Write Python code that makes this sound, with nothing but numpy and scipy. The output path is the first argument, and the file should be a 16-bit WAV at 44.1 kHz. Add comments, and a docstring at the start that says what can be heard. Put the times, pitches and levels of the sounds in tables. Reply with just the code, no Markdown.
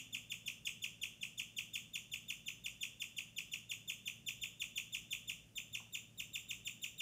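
"""A guinea pig chirps about six times a second in its cage, in a quiet room at night.
Each chirp is a short, high held whistle that swells, then plunges in pitch and turns rough: a sum of
overtones shaped by the throat, plus rasping noise. A near surface doubles it, the walls throw it back
and the room rings on. Filtered noise makes two soft bumps in the cage and the still air;
wavering sine tones make an appliance's hum and a low tone that fades out."""
import sys
import numpy as np
from scipy import signal
from scipy.fft import rfft, irfft, next_fast_len
from scipy.io import wavfile
from scipy.ndimage import map_coordinates

SR = 44100
rng = np.random.default_rng(int(sys.argv[2]) if len(sys.argv) > 2 else 0)


def store_pcm(level_fs):
    """Save levels as 16-bit WAV."""
    pcm = np.round(np.clip(level_fs, -1, 1) * 32767).astype(np.int16)
    wavfile.write(sys.argv[1], SR, np.atleast_2d(pcm).T)


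N = 309141  # length in samples, about 7 s


def amp(db):
    """Turn decibels into a gain."""
    return 10 ** (np.asarray(db) / 20)


def unit(x):
    """Scale to an rms of 1."""
    return x / np.sqrt(np.mean(x ** 2) + 1e-20)


def along(points, hz):
    """Read a curve of (Hz, value) points on a logarithmic frequency axis."""
    f, v = np.transpose(points)
    return np.interp(np.log(hz + 1), np.log(f + 1), v)


def wobble(rate, size):
    """A smooth random curve through `rate` random points a second."""
    knots = rng.standard_normal(size // 8 + 4)
    return map_coordinates(knots, [np.arange(size) * rate / SR], mode="wrap")


def filtered(x, response):
    """Filter x by a response given as a function of frequency."""
    m = next_fast_len(len(x) + SR // 2)
    spectrum = rfft(x, m) * response(np.fft.rfftfreq(m, 1 / SR))
    return irfft(spectrum, m)[:len(x)]


def add(track, sound, s):
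    """Mix a sound into the track from time s (seconds) on."""
    start = max(round(s * SR), 0)
    part = track[start:start + len(sound)]
    part += sound[:len(part)]


def chirp(held_hz, knee_db=-9, jitter=0.005, rough=0.085, rasp_db=-17, flutter_db=1.5, pure_db=-9,
          tense_db=2.0, steady_db=-6, doubling_swing_db=4.5, hoarse=.25):
    """One call, centred on its plunge: the held note sags, then falls and turns rough as the folds slacken."""
    # The plunge that ends every chirp. Each row: time from its middle in ms, pitch in Hz, effort in dB.
    plunge = [(-6.5, 3130, -4), (-4, 2860, 1.5), (-2, 2580, .5), (0, 2280, -2.5), (3, 1800, -5),
              (7, 1200, -9), (13, 735, -12), (18.5, 600, -38)]
    # The note's attack. Each row: time from the note's start in ms, effort in dB.
    attack = [(0, -42), (3, -13.5), (8, -11)]
    # The voice's overtones. Each row: multiple of the pitch, dB in the held note, dB in the plunge.
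    voice = [(1, 0, 0), (2, -9, -14), (3, -13.5, -18), (4, -10.5, -27)]
    # Throat and mouth boost or damp each frequency. Each row: frequency in Hz, gain in dB.
    throat = [(700, -29.5), (1200, -20.5), (1550, -31.5), (2050, -11), (2480, 1.5), (2850, 1.5), (3600, -1),
              (4200, -6.5), (5400, -2), (7000, 7), (7550, 0.5), (8000, 2.5), (11000, -2.5), (14300, 1.5)]
    # The folds go slack. Two numbers: from and to, in ms from the middle of the plunge.
    slacken_ms = (-10, -4)
    # Period doubling comes and goes. Each row: time from the middle of the plunge in ms, share from 0 to 1.
    doubling_share = [(-24, 0), (-18.5, 0.92), (-16, 1), (4.5, 0.026)]
    # The in-between tones of period doubling. Each row: multiple of the pitch, level in dB.
    halves = [(1.5, -20.5), (2.5, -23)]
    # Colour of the air noise in the folds. Each row: frequency in Hz, gain in dB.
    rasp_colour = [(2000, -38), (3500, -4), (4800, -1.5), (6800, 1.5), (9000, 0.5), (14000, -7)]
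    easy_hz, taut_hz = 3540, 125  # the pitch of relaxed folds, and the rise that makes them taut
    lead_ms, lead_scatter_ms = 29.5, 0.78  # relaxed folds start the held note this long before the middle
    sag_hz_per_ms = 17.5  # relaxed folds let the held note sink steadily
    taut_lead_ms, taut_sag_hz_per_ms = 3.7, -7  # taut folds hold the note longer and flatter
    held_scatter_db = 1.33  # the held note's strength varies from call to call

    size = SR // 10
    ms = (np.arange(size) - size / 2) * 1000 / SR

    # taut folds hold a higher note, brighter and less prone to period doubling
    tension = (held_hz - easy_hz) / taut_hz
    start = -lead_ms - taut_lead_ms * tension + lead_scatter_ms * rng.standard_normal()
    knee = slacken_ms[0]
    slack = np.interp(ms, slacken_ms, [0, 1])

    when, fall_hz, fall_db = np.transpose(plunge)
    sag = (sag_hz_per_ms + taut_sag_hz_per_ms * tension) * (knee - start) / 2
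    pitch = np.interp(ms, [start, knee, *when], [held_hz + sag, held_hz - sag, *fall_hz])
    pitch = pitch * (1 + jitter * wobble(500.6, size))
    phase = 2 * np.pi * np.cumsum(pitch) / SR

    swell, swell_db = np.transpose(attack)
    effort_ms = [*(start + swell), knee, *when]
    effort_db = np.interp(ms, effort_ms, [*swell_db, knee_db, *fall_db], left=-120, right=-120)
    effort = amp(effort_db + held_scatter_db * rng.standard_normal() * (1 - slack))

    doubling_db = steady_db * tension + doubling_swing_db * wobble(188, size)
    doubling = np.interp(ms, *np.transpose(doubling_share)) * amp(doubling_db)

    # the note opens as a purer whistle; overtones grow once the folds close fully
    buzz_db = np.interp(ms - start, [2, 7], [pure_db, 0]) + tense_db * tension * (1 - slack)

    # the folds close unevenly, a little while they double and fully in the plunge:
    # the overtones smear while the fundamental stays clean
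    uneven = np.clip(slack + hoarse * doubling, 0, 1)
    smear = 2 * np.pi * np.cumsum(pitch * rough * uneven * wobble(2500, size)) / SR

    def partial(k, db):
        """One multiple of the pitch, made louder or softer by the throat."""
        overtone_db = (k > 1) * (buzz_db + flutter_db * wobble(318.5, size))
        gain = amp(db + overtone_db + along(throat, k * pitch))
        return gain * np.sin(k * phase + (k - 1) * smear)

    call = sum(partial(k, held + slack * (falling - held)) for k, held, falling in voice)
    call += doubling * sum(partial(k, db) for k, db in halves)

    # air rasps through the slackening folds
    noise = rng.standard_normal(size)
    rasp = unit(filtered(noise, lambda hz: amp(along(throat, hz) + along(rasp_colour, hz))))
    rasp_fade = np.interp(ms, [5, 10], [1, 0])
    return effort * (call + amp(rasp_db) * uneven * rasp_fade * rasp)


def guinea_pig(early, voice_db=-1):
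    """The run of chirps, weaker ones pinched higher, on a track with `early` seconds of lead-in."""
    # The chirps. Each row: middle of the plunge in seconds, level in dB before voice_db is added.
    chirps = [(-0.028, -36.5), (0.152, -37.5), (0.3239, -38.5), (0.484, -37), (0.6754, -35.5),
              (0.846, -36.5), (1.0393, -36.5), (1.2356, -37.5), (1.4014, -37), (1.5911, -36.5),
              (1.7612, -37.5), (1.9608, -38), (2.1425, -38), (2.308, -37.5), (2.4874, -38.5), (2.666, -38),
              (2.8363, -37), (3.0242, -38), (3.1898, -37.5), (3.389, -37.5), (3.5416, -37.5), (3.7202, -38),
              (3.9035, -37.5), (4.0816, -37.5), (4.2904, -37.5), (4.4406, -38), (4.6236, -36.5),
              (4.7826, -36), (4.9521, -37), (5.1334, -36.5), (5.3011, -37.5), (5.5846, -39.5),
              (5.7557, -38), (5.9563, -39), (6.206, -39.5), (6.3616, -38.5), (6.5147, -38.5), (6.6789, -39),
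              (6.8461, -38.5), (7.0095, -39)]
    # The voice creeps up over the run. Each row: time in seconds, mid pitch of an ordinary held note in Hz.
    pitch_drift = [(0, 3537), (1.3, 3500), (2.6, 3564), (3.3, 3516), (4.4, 3575), (5.3, 3577), (6, 3627),
                   (7, 3634)]
    usual_db = -37.5  # an ordinary chirp, on the same scale as the table
    pinch_hz_per_db = 15  # a weaker chirp is pinched a little higher
    track = np.zeros(N + round(early * SR))
    for s, db in chirps:
        held_hz = np.interp(s, *np.transpose(pitch_drift)) + pinch_hz_per_db * (usual_db - db)
        call = chirp(held_hz)
        add(track, amp(db + voice_db) * call, s + early - len(call) / SR / 2)
    return track


def cage(early, rise=0.0025, t60=0.04):
    """Soft knocks: noise through the tray's resonances, with a quick rise (s) and a 60 dB fall in t60 (s)."""
    # The knocks. Each row: start in seconds, level in dB before the rise and fall.
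    bumps = [(5.798, -53.5), (5.862, -65)]
    # The tray's resonances. Each row: centre in Hz, width in Hz, level in dB.
    resonances = [(640, 290, -7.5), (966, 380, -6), (1400, 530, -11), (1730, 270, -17)]
    track = np.zeros(N + round(early * SR))
    t = np.arange(SR // 5) / SR

    def tray(f):
        """The tray's resonances summed, every other one upside down."""
        total = 0
        for k, (centre, width, db) in enumerate(resonances):
            damping = 1j * f * width
            total = total + (-1) ** k * amp(db) * damping / (centre * centre - f * f + damping)
        return total

    for s, db in bumps:
        scuff = unit(filtered(rng.standard_normal(len(t)), tray))
        envelope = amp(db - 60 * t / t60) * (1 - np.exp(-t / rise))
        add(track, envelope * scuff, s + early)
    return track


def room(x, tail_db, near_hz=7000, walls_hz=4300):
    """Direct sound, distinct echoes and a diffuse noise tail whose treble dies first."""
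    # The surface beside the animal. Two numbers: delay in ms, level in dB.
    near = (2.831, 0.16)
    # The walls. Each row: delay in ms, level in dB.
    walls = [(5.968, -6.5), (18.623, -10), (19.467, -6.5), (20.988, -9.5), (34.302, -13), (38.999, -40)]
    # How long the tail rings. Each row: frequency in Hz, time to fall by 60 dB in seconds.
    ringing = [(500, 0.51), (2800, 0.51), (7000, 0.36), (14000, 0.29)]
    # The tail's colour. Each row: frequency in Hz, gain in dB before tail_db is added.
    colour = [(500, -5), (950, -1), (1250, 6.5), (1600, -4), (2600, -4), (3500, -0.5), (4200, -5),
              (6500, 4), (10000, 2), (14000, 5.5)]
    # The tail thickens sooner in the treble, which scatters off the cage.
    # Each row: frequency in Hz, build-up time in seconds.
    thickening = [(3500, .013), (6500, .003)]

    hz, t, z = signal.stft(rng.standard_normal(SR * 2 // 3), SR, nperseg=256)
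    build = 1 - np.exp(-t / along(thickening, hz)[:, None])
    decay = amp(-60 * t / along(ringing, hz)[:, None])
    tail = signal.istft(z * decay * build, SR, nperseg=256)[1]
    tail = filtered(tail / np.linalg.norm(tail), lambda f: amp(along(colour, f)))

    def echo(f, ms, db, edge):
        """One delayed copy; bedding and furniture scatter its treble above the edge (Hz)."""
        return amp(db) * np.exp(-2j * np.pi * f * ms / 1000) / (1 + (f / edge) ** 6)

    def paths(f):
        """The direct sound, the near surface and the walls together."""
        return 1 + echo(f, *near, near_hz) + sum(echo(f, ms, db, walls_hz) for ms, db in walls)

    return filtered(x, paths) + amp(tail_db) * signal.fftconvolve(x, tail)[:len(x)]


def tone(hz, waver_db=2, drift=0.46):
    """A sine near rms 1 whose level (dB) and phase (radians) wander slowly."""
    phase = 2 * np.pi * np.cumsum(np.broadcast_to(hz, N)) / SR
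    phase = phase + drift * wobble(2.94, N) + rng.uniform(0, 2 * np.pi)
    return np.sqrt(2) * amp(waver_db * wobble(4, N)) * np.sin(phase)


def appliance(hum_db=-1):
    """An appliance's slightly unsteady hum: a stack of low wavering tones."""
    # The hum's tones. Each row: frequency in Hz, rms level in dB before hum_db and the wavering.
    hum = [(55.8, -82.5), (113.1, -70.5), (153.3, -77.5), (169.8, -75.5), (192, -79.5), (226.2, -76.5),
           (283, -87), (384, -91.5), (576, -90.5)]
    return sum(amp(db + hum_db) * tone(hz) for hz, db in hum)


def low_tone():
    """A faint low tone that sinks a little and dies away."""
    # Each row: time in seconds, rms level in dB before the wavering, pitch in Hz before the phase drift.
    drone = [(0, -69, 259), (.11, -75, 256), (.19, -68.5, 246), (.26, -87, 243), (.5, -115, 243)]
    t = np.arange(N) / SR
    when, drone_db, drone_hz = np.transpose(drone)
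    return amp(np.interp(t, when, drone_db)) * tone(np.interp(t, when, drone_hz))


def still_air(air_db=-68):
    """The still air of the room: steady noise, strongest in the bass, at an rms of air_db."""
    # The air's colour. Each row: frequency in Hz, relative level per Hz in dB.
    air = [(20, -17), (36, -16.5), (52, 4.5), (80, -5.5), (140, 2.5), (220, -3), (320, -9.5), (600, -14.5),
           (1000, -22.5), (2000, -23), (4200, -29), (6000, -21), (15000, -30.5)]
    return amp(air_db) * unit(filtered(rng.standard_normal(N), lambda hz: amp(along(air, hz))))


def scene():
    """Animal and cage in the room, over the night's background."""
    early = .2  # seconds of lead-in, cut off at the end so that the room already rings
    heard = room(guinea_pig(early), tail_db=-2.5) + room(cage(early), tail_db=-10)
    background = still_air() + appliance() + low_tone()
    return (heard[-N:] + background)[None]


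def record(dry):
    """Keep nothing above the band limit."""
    top_hz = 15600
    return filtered(dry[0], lambda hz: hz < top_hz)[None]


dry = scene()
out = record(dry)
store_pcm(out)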